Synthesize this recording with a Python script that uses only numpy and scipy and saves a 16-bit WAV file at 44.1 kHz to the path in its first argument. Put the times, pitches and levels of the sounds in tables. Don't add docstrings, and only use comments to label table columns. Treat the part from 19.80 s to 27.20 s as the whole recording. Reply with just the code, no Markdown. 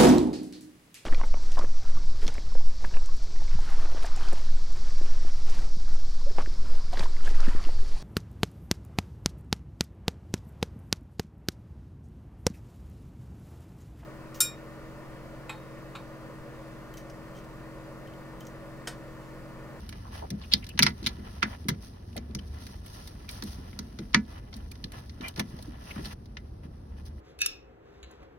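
import sys
import numpy as np
from scipy import signal
from scipy.fft import rfft, irfft, next_fast_len
from scipy.io import wavfile
from scipy.ndimage import uniform_filter1d

SR = 44100
rng = np.random.default_rng(int(sys.argv[2]) if len(sys.argv) > 2 else 0)


def store_wav(level_fs):
    pcm = np.round(np.clip(np.atleast_2d(level_fs), -1, 1) * 32767)
    wavfile.write(sys.argv[1], SR, pcm.T.astype(np.int16))


N = 326498
T = np.arange(int(.18 * SR)) / SR
QUIET_S = 6.335


def undb(db):
    return 10 ** (np.asarray(db) / 20)


def colour(x, points):
    size = 2 * next_fast_len(x.shape[-1])
    hz, db = np.transpose(points)
    f = np.maximum(np.arange(size // 2 + 1) * SR / size, 1)
    gain = undb(np.interp(np.log(f), np.log(hz), db))
    cepstrum = irfft(np.log(gain))
    cepstrum[1:size // 2] *= 2
    cepstrum[size // 2 + 1:] = 0
    response = np.exp(rfft(cepstrum))
    return irfft(rfft(x, size) * response, size)[..., :x.shape[-1]]


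def band(x, lo_hz, hi_hz):
    edges = [lo_hz, min(hi_hz, SR / 2 - 1)]
    sections = signal.butter(N=2, Wn=edges, btype="band", fs=SR, output="sos")
    return signal.sosfilt(sections.repeat(2, axis=0), x)


# f/Hz, level/dB
SIDE_SPECTRUM = [(30, -24.5), (150, -23), (350, -6), (700, 5), (2000, -3), (4500, 0.5), (9000, 2),
                 (12000, -7), (15000, 11.5)]


def ports(pair):
    side = colour(pair[1], SIDE_SPECTRUM)
    return np.array([pair[0] + side, pair[0] - side])


def level(x, db):
    return x * undb(db) / x.mean(axis=0).std()


def strength(x, db):
    power = uniform_filter1d(x ** 2, size=220)
    return x * undb(db) / np.sqrt(power.max(axis=1, keepdims=True))


def walk(rate, size=N):
    k = int(SR / rate)
    held = np.repeat(rng.standard_normal(size // k + 1), k)
    return 1.3 * uniform_filter1d(uniform_filter1d(held, k), k)[:size]


def fade(t60):
    return np.exp(-np.log(1000) * T / t60)


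def modes(table, detune, damping=1):
    hz, db, t60 = np.transpose(table)[:, :, None]
    hz = hz * (1 + detune * rng.standard_normal(hz.shape))
    weight = undb(db + 2 * rng.standard_normal(hz.shape))
    ring = weight * np.exp((2j * np.pi * hz - damping * np.log(1000) / t60) * T)
    start_phase = np.exp(2j * np.pi * rng.random((2, len(hz))))
    pair = (start_phase @ ring).imag
    return pair / np.sqrt(np.sum(undb(db) ** 2) / 2)


def resound(x, table, damping):
    response = modes(table, detune=0.0024, damping=damping)[:1]
    return signal.fftconvolve(x, response, axes=1)[:, :N]


def add(out, s, sound):
    i = max(int(s * SR), 0)
    out[:, i:i + sound.shape[1]] += sound[:, :out.shape[1] - i]


# f/Hz, level/dB
BACKGROUND_COLOUR = [(15, -30.5), (30, -8), (48, 2.5), (75, 1.5), (100, -1), (150, -9), (230, -10.5),
                     (350, -18), (600, -28), (1300, -38), (3000, -51.5), (5500, -50.5), (7300, -72),
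                     (10000, -52), (16000, -79.5)]
# t/s, level/dB
HUM_SWELL = [(0, -5.5), (2.4, -10), (2.75, 1), (3.1, -14), (6.4, -7.5), (7.1, -1), (7.4, 4.5)]
VENT_DB = -43.5


def workshop(hum_hz=73.2):
    rumble = level(colour(ports(rng.standard_normal((2, N))), BACKGROUND_COLOUR), 0)
    phase = 2 * np.pi * np.cumsum(hum_hz * (1 + 0.03023 * walk(13))) / SR
    swell_db = np.interp(np.arange(N) / SR, *np.transpose(HUM_SWELL)) + 1.5 * walk(0.9)
    hum = undb(swell_db) * np.sqrt(2) * np.sin(phase)
    return (rumble + hum) * undb(VENT_DB)


STROKE_PEAK, STROKE_SHAPE = 0.36, 0.74


def strokes(table):
    t = np.arange(N) / SR
    gain = np.zeros(N)
    for s, length, db in table:
        progress = np.interp(t, [s, s + STROKE_PEAK * length, s + length], [0, 1, 0])
        gain += undb(db) * np.sin(np.pi / 2 * progress) ** STROKE_SHAPE
    return gain


def friction(colour_points, grain_db, flutter_db):
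    slips = rng.standard_normal((2, N)) * undb(grain_db * walk(900) + flutter_db * walk(45))
    return colour(ports(slips), colour_points)


# f/Hz, level/dB
SCRAPE_COLOUR = [(150, -21.5), (350, 3), (700, 5), (1100, 2), (1700, 4), (2200, 1), (3000, 1.5), (3800, -7),
                 (6000, -22), (9000, -44.5)]
# f/Hz, level/dB
GLOVE_COLOUR = [(600, -15.5), (2000, -6), (3300, 2), (5400, 5.5), (6300, 1.5), (7400, -31.5), (8800, 0),
                (10500, -1), (12000, -2), (13600, -16), (15500, -9), (17000, -9.5)]
# start t/s, length t/s, level/dB
SHOVES = [(.305, 0.13, -48), (1.13, 0.28, -55), (1.43, 0.1, -56), (1.65, 0.13, -49), (4.47, 0.15, -53.5),
          (4.72, 0.07, -57.5), (5.125, 0.093, -49.5), (5.41, 0.11, -47.5), (5.56, 0.07, -44.5),
          (6.04, 0.16, -55), (6.14, 0.091, -56.5), (6.26, 0.05, -64), (6.83, 0.046, -59.5),
          (7.16, 0.062, -60)]
# start t/s, length t/s, level/dB
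SLIDES = [(2.0, 0.11, -58), (2.76, 0.27, -59.5), (3.03, 0.33, -57), (3.49, 0.11, -53.5), (3.64, 0.13, -53),
          (6.04, 0.12, -58), (6.23, 0.12, -59), (7.25, 0.044, -58.5)]
# t/s, level/dB
EFFORT = [(0, -60), (1.1, -63.5), (1.8, -63), (2.25, -67.5), (2.9, -61), (4.0, -61), (4.3, -64.5),
          (4.65, -62.5), (5.3, -66), (5.65, -61), (6.0, -63.5), (6.3, -53)]
QUIET_DB = -73
FIDGET_DB, FIDGET_HZ = 2.3, 9.7
GLOVE_IN_SHOVE_DB, SCRAPE_IN_SLIDE_DB = -8.5, -3.5
GLOVE_IN_RUB_DB = -3.5
RING_IN_SCRAPE_DB, SHAKE_DB = -4.5, 3.5


def hands():
    t = np.arange(N) / SR
    rub_db = np.where(t < QUIET_S, np.interp(t, *np.transpose(EFFORT)), QUIET_DB)
    rub = undb(rub_db + FIDGET_DB * walk(FIDGET_HZ))
    shove, slide = strokes(SHOVES), strokes(SLIDES)
    scrape = np.hypot(shove + undb(SCRAPE_IN_SLIDE_DB) * slide, rub)
    glove = np.hypot(slide + undb(GLOVE_IN_SHOVE_DB) * shove, undb(GLOVE_IN_RUB_DB) * rub)
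    seat = friction(SCRAPE_COLOUR, grain_db=3, flutter_db=2.4)
    rubber = friction(GLOVE_COLOUR, grain_db=2.5, flutter_db=1.3)
    singing = level(seat, 0) + level(resound(seat, CASTING, damping=5.8), RING_IN_SCRAPE_DB)
    push = ports(rng.standard_normal((2, N)) * undb(4.4 * walk(12)))
    shake = band(resound(push, BRACKET, damping=3), 130, 520)
    return scrape * level(singing, 0) + glove * level(rubber, 0) + rub * level(shake, SHAKE_DB)


SPECKS_PER_S, SPECK_DB, SPECK_SPREAD_DB = 3.1, -57.5, 1.5


def specks(t60=0.024):
    out = np.zeros((2, N))
    for when, size in rng.random((int(SPECKS_PER_S * QUIET_S), 2)):
        add(out, when * QUIET_S, undb(SPECK_SPREAD_DB * (2 * size - 1.0)) * fade(t60)[None])
    crack = ports(band(rng.standard_normal((2, N)), 2000, 5400))
    return out * level(crack, SPECK_DB)


# start t/s, length t/s, start f/Hz, end f/Hz, level/dB
SQUEALS = [(1.654, 0.031, 225, 215, -41.5), (4.362, 0.046, 212.6, 220, -29), (5.43, 0.062, 2364, 2370, -45),
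           (5.443, .036, 2050, 2060, -49.5)]
SQUEAL_JITTER, SQUEAL_FLUTTER_DB = .018, 2.5


def squeals():
    out = np.zeros((2, N))
    for s, length, start_hz, end_hz, db in SQUEALS:
        n = int(length * SR)
        hz = np.linspace(start_hz, end_hz, n) * (1 + SQUEAL_JITTER * walk(220, size=n))
        phase = 2 * np.pi * (np.cumsum(hz) / SR + rng.random((2, 1)))
        envelope = undb(SQUEAL_FLUTTER_DB * walk(160, size=n)) * signal.windows.tukey(n, .4)
        add(out, s, level(ports(np.sin(phase) * envelope), db))
    return out


# start t/s, length t/s, resonance f/Hz at start, at end, width f/Hz, level/dB
DRAGS = [(0.248, 0.046, 1150, 1000, 503, -55.5), (0.415, 0.049, 760, 440, 520, -46.5),
         (0.608, 0.035, 3900, 3700, 1800, -57.5), (0.633, 0.024, 2800, 2700, 900, -54.5),
         (0.713, 0.044, 3640, 3800, 1640, -35.5), (0.821, 0.027, 2650, 2380, 700, -53.5),
         (0.882, 0.043, 2860, 2750, 400, -54.5), (0.992, 0.02, 2350, 2300, 900, -34),
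         (1.239, 0.023, 3750, 3750, 2500, -49), (1.621, 0.011, 2400, 2200, 1200, -39),
         (1.631, 0.036, 1640, 1670, 300, -45), (1.891, 0.021, 1670, 1700, 500, -45),
         (2.354, 0.043, 630, 480, 256, -46.5), (2.586, 0.014, 3010, 3000, 300, -49.5),
         (3.484, .02, 2490, 1990, 400, -50), (4.337, 0.01, 2300, 2200, 1800, -41),
         (4.916, 0.0089, 2350, 2300, 302, -52.5), (5.437, 0.022, 1340, 1050, 500, -54),
         (5.43, 0.074, 3000, 2980, 260, -52), (5.587, 0.034, 815, 820, 494, -45),
         (5.787, 0.016, 690, 650, 400, -53.5), (6.057, 0.083, 2700, 2940, 500, -63),
         (6.105, 0.018, 2350, 2420, 600, -45), (6.155, 0.017, 1480, 1400, 1300, -49.5),
         (6.244, 0.0094, 3440, 3440, 3000, -47), (6.307, 0.021, 2300, 2200, 2200, -53.5)]
SKID_DELAY_S, SKID_S, SKID_HZ, SKID_WIDTH_HZ, SKID_DB = 0.0019, 0.024, 1590, 1500, -23.5


def drags():
    out = np.zeros((2, N))
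    slips = ports(rng.standard_normal((2, N)) * undb(3.5 * walk(450)))
    skids = [(s + SKID_DELAY_S, SKID_S, SKID_HZ, SKID_HZ, SKID_WIDTH_HZ, db + body + SKID_DB)
             for s, db, _, _, _, _, body, *_ in KNOCKS]
    for s, length, start_hz, end_hz, width_hz, db in DRAGS + skids:
        stroke = slips[:, int(s * SR):int((s + length) * SR)]
        turn = np.exp(2j * np.pi * np.cumsum(np.linspace(start_hz, end_hz, stroke.shape[1])) / SR)
        low_pass = signal.butter(N=2, Wn=width_hz / 2, fs=SR)
        ring = (signal.lfilter(*low_pass, stroke / turn) * turn).real
        add(out, s, level(ring * signal.windows.tukey(ring.shape[1], .5), db))
    return out


# f/Hz, level/dB, undamped t60 t/s
BRACKET = [(134.3, -3, 0.095), (173.4, -7.5, 0.15), (209.2, -4, 0.24), (243.7, -7, 0.26),
           (314.6, -10, 0.13), (350.2, -17, 0.14)]


def thud(db, hz, swell_s=0.0048, boom_db=-3, boom_t60=0.2, skirt_db=-9):
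    boom = band(rng.standard_normal((2, len(T))), 95, 423)
    body = modes(BRACKET, detune=.03) + undb(boom_db) * boom / boom.std() * fade(boom_t60)
    swell = 1 - np.exp(-(T / swell_s) ** 2)
    body = colour(body * swell, [(hz / 2, skirt_db), (hz, 0), (2 * hz, skirt_db)])
    return ports(strength(body, db))


# t/s, level/dB before offset_db, centre f/Hz
BUMPS = [(0.518, -25, 165), (0.944, -32, 170), (1.004, -17, 162), (1.085, -28, 165), (1.222, -33.5, 284),
         (1.384, -35, 215), (1.851, -30, 224), (1.905, -23, 139), (2.491, -34.5, 263), (3.783, -32.5, 148),
         (4.759, -35.5, 217), (5.403, -32.5, 217), (5.58, -25, 135), (5.729, -32, 135), (5.876, -33, 302),
         (6.161, -28, 190), (6.187, -32, 364), (6.849, -33.5, 121)]


def bumps(offset_db=-5):
    out = np.zeros((2, N))
    for s, db, hz in BUMPS:
        add(out, s, thud(db + offset_db, hz, swell_s=0.0029))
    return out


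def chatter(ring, gap_s, loss_db, count=5):
    out = ring.copy()
    gaps = gap_s * rng.uniform(.3, 1.7, count)
    for k, s in enumerate(np.cumsum(gaps), 1):
        add(out, s, undb(k * loss_db) * ring)
    return out


RATTLE_PER_S, RATTLE_T60_S = 450, .085


def rattle(contact):
    touched = rng.random(len(T)) < RATTLE_PER_S / SR
    touches = touched * rng.uniform(.4, 1, len(T)) * fade(RATTLE_T60_S)
    return signal.fftconvolve(contact, touches[None], axes=1)[:, :len(T)]


# f/Hz, level/dB, undamped t60 t/s
CASTING = [(830, -12, .1), (955, -6, .14), (1130, -9, .1), (1250, -6, .12), (1365, 0, .11), (1490, -3, .13),
           (1710, -1, .14), (1895, -5, .11), (2030, 2, .11), (2120, 0, .09), (2293, -1, .1), (2410, -4, .1),
           (2570, -6, .09), (2880, -7, .09), (3150, -6, .07), (3420, -9, .06), (3655, -2, .06),
           (4155, -5, .07), (4020, -5, .05), (4380, 0, .05), (4630, -2, .05), (4960, 0, .05),
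           (5570, -5, .06), (5790, -3, .05), (6170, -3, .05), (6420, -7, .05), (8160, -3, .04),
           (9300, -5, .04), (10700, -2, .04), (11200, -1, .04)]
# f/Hz, level/dB
TREBLE_SPECTRUM = [(8000, 0.5), (11000, 0), (12300, -2.5), (13600, -11.5), (15300, -4)]
RING_WIDTH_OCT, RING_SKIRT_DB = .8, -10.5
LOOSE_GAP_S, RATTLE_DB = 0.0017, -15.5


def metal(db, ring_hz, gap_s, body, clack, edge, top, rise_s=0.00073, crack_t60=0.022, crack_db=-3,
          clamped=4.2, free_db=-13.5, bay_db=-21.0, bay_t60=0.12, top_t60=0.15):
    crack_power = chatter(fade(crack_t60)[None] ** 2, gap_s, loss_db=-4.0)
    crack = undb(crack_db) * rng.standard_normal((2, len(T))) * np.sqrt(crack_power)
    bay = rng.standard_normal((2, len(T))) * fade(bay_t60) * undb(2.9 * walk(390, size=len(T)))
    pressed = chatter(modes(CASTING, detune=0.0094, damping=clamped), gap_s, loss_db=-6.0, count=3)
    casting = pressed + undb(free_db) * modes(CASTING, detune=0.0029)
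    loose = gap_s / LOOSE_GAP_S
    settling = loose * undb(RATTLE_DB) * rattle(pressed + crack)
    onset = 1 - np.exp(-T / (rise_s * loose ** 2))
    hit = (casting + crack + settling + undb(bay_db) * bay) * onset
    spread = 2 ** RING_WIDTH_OCT
    ring_shape = [(ring_hz / spread, RING_SKIRT_DB), (ring_hz, 0), (ring_hz * spread, RING_SKIRT_DB)]
    ring = colour(band(hit, 3000, 5600), ring_shape)
    reach_hz = np.interp(top - clack, [-20, -5], [11500, 16500])
    treble = colour(band(hit, 7900, reach_hz), TREBLE_SPECTRUM) * fade(top_t60)
    registers = [(band(hit, 690, 2200), body), (band(hit, 1857, 3300), clack), (ring, 0),
                 (band(hit, 5315, 6480), edge), (treble, top)]
    return ports(sum(strength(part, db + part_db) for part, part_db in registers))


TICKS = [(0.0906, -48.5, -3, -1), (0.125, -53.5, 5.5, -6), (0.842, -50.5, -3, -7), (0.866, -49, -7, -8),
         (0.89, -50, -5, 0.5), (0.9757, -42, -0.5, -22), (1.0145, -45, -2, -22), (1.0431, -44, 1, -12),
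         (1.056, -44, 2, -15), (1.0805, -45, 6, -11), (1.0926, -52, 3, -4), (1.103, -55, 2, -14),
         (1.228, -51, -9, -10), (1.287, -45, -8, -11), (1.946, -66, 6, -11), (2.376, -42, -6, -12),
         (2.59, -52, -2, -9), (2.866, -49.5, -4, -5), (3.062, -61, 4, 9), (3.274, -49.5, -7.5, -1),
         (3.49, -41.5, -7, -6.5), (3.511, -59.5, -8, 12), (3.6356, -48, -14, 1.5), (3.929, -68, 14, -14),
         (4.331, -51, -9, -25), (4.728, -54, 1, -22), (4.7394, -48, -18, -18), (4.7655, -57, -11, 2),
         (4.9147, -51, -9, 0.5), (4.954, -58, -2, -12), (5.119, -54.5, 2, 1), (5.2942, -51, -6, -30),
         (5.4086, -49.5, -1, -12.5), (5.4818, -43.5, -18, 0.5), (5.56, -47.5, -5, -10.5),
         (5.575, -49, -6, -13), (5.788, -56.5, -2, -12), (5.8247, -52.5, -16, 0), (6.456, -62, -6.5, -8),
         (6.5686, -48.5, 6.5, -23.5)]


def ticks(body_db=-4, edge_db=-7):
    out = np.zeros((2, N))
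    for s, db, clack, top in TICKS:
        touch = metal(db, 4200, 0.00079, clack + body_db, clack, edge_db, top, crack_t60=0.032, crack_db=-1.0)
        add(out, s, touch)
    return out


# thud (before thud_db), body, clack, edge near 6000 Hz, top
KNOCKS = [(0.5029, -44.0, 4620, 0.0015, 178, 10.5, -10.5, -5.5, -1, -2.5),
          (0.7355, -13.5, 3800, 0.00087, 177, -16.5, -26, -16.5, -20, -18.5),
          (0.9905, -22.5, 4130, 0.00078, 174, -2, -0.5, 2.5, -3.5, -5),
          (1.0234, -16.5, 4550, 0.001, 231, -18.0, -18, -19, -15, -19),
          (1.0282, -19.5, 4680, 0.0016, 151, -5.5, -9, -2.5, -3.5, -7),
          (1.0642, -23.5, 4750, 0.0014, 132, -6, -0.5, 1, -9, -18.5),
          (1.2618, -26.5, 3850, 0.001, 121, -8.5, -17, -6.5, -10, -16),
          (1.2687, -26.5, 4050, 0.0012, 236, -16, -11.5, -7, -15, -11.5),
          (1.6266, -32, 4440, 0.0019, 220, -0.5, 9.5, 8, -7.5, -15.5),
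          (1.8837, -33, 3870, 0.0027, 138, 8, 0.5, 0, -3.5, -3.0),
          (2.3648, -49, 4200, 0.0015, 238, 11.5, -5, 3, -10, 3),
          (2.5484, -40.5, 4680, 0.00096, 165, 8, -9.5, -5, 0, -3),
          (3.623, -39.5, 4540, 0.00073, 212, 4.5, -6.5, -9, -5.5, -9),
          (3.9894, -37, 4700, 0.00082, 204, 2, -10, -13, -5, -8),
          (4.1874, -46.5, 3900, 0.0014, 151, 10.5, -2, -3.5, -7, -15),
          (4.344, -21.5, 4450, 0.00097, 200, -3, 3.5, 4.5, -6, -14),
          (5.04, -37.5, 3920, 0.001, 124, 2, -15, -12, -14, -19),
          (5.5944, -35, 3900, 0.0015, 136, 6, -2, 3.5, -3, -1.5),
          (6.254, -41.5, 4040, 0.0021, 162, -1.5, -8, -13, -18, -12)]


def knocks(thud_db=1):
    out = np.zeros((2, N))
    for s, db, ring_hz, gap_s, thud_hz, low, body, clack, edge, top in KNOCKS:
        add(out, s, metal(db, ring_hz, gap_s, body, clack, edge, top))
        add(out, s, thud(db + low + thud_db, thud_hz))
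    return out


def scene():
    return workshop() + hands() + specks() + squeals() + drags() + bumps() + ticks() + knocks()


TOP_HZ = 16300


def record(dry):
    low_pass = signal.ellip(8, .2, 70, TOP_HZ, fs=SR, output="sos")
    return signal.sosfilt(low_pass, np.clip(dry, -.95, .95))


dry = scene()
out = record(dry)
store_wav(out)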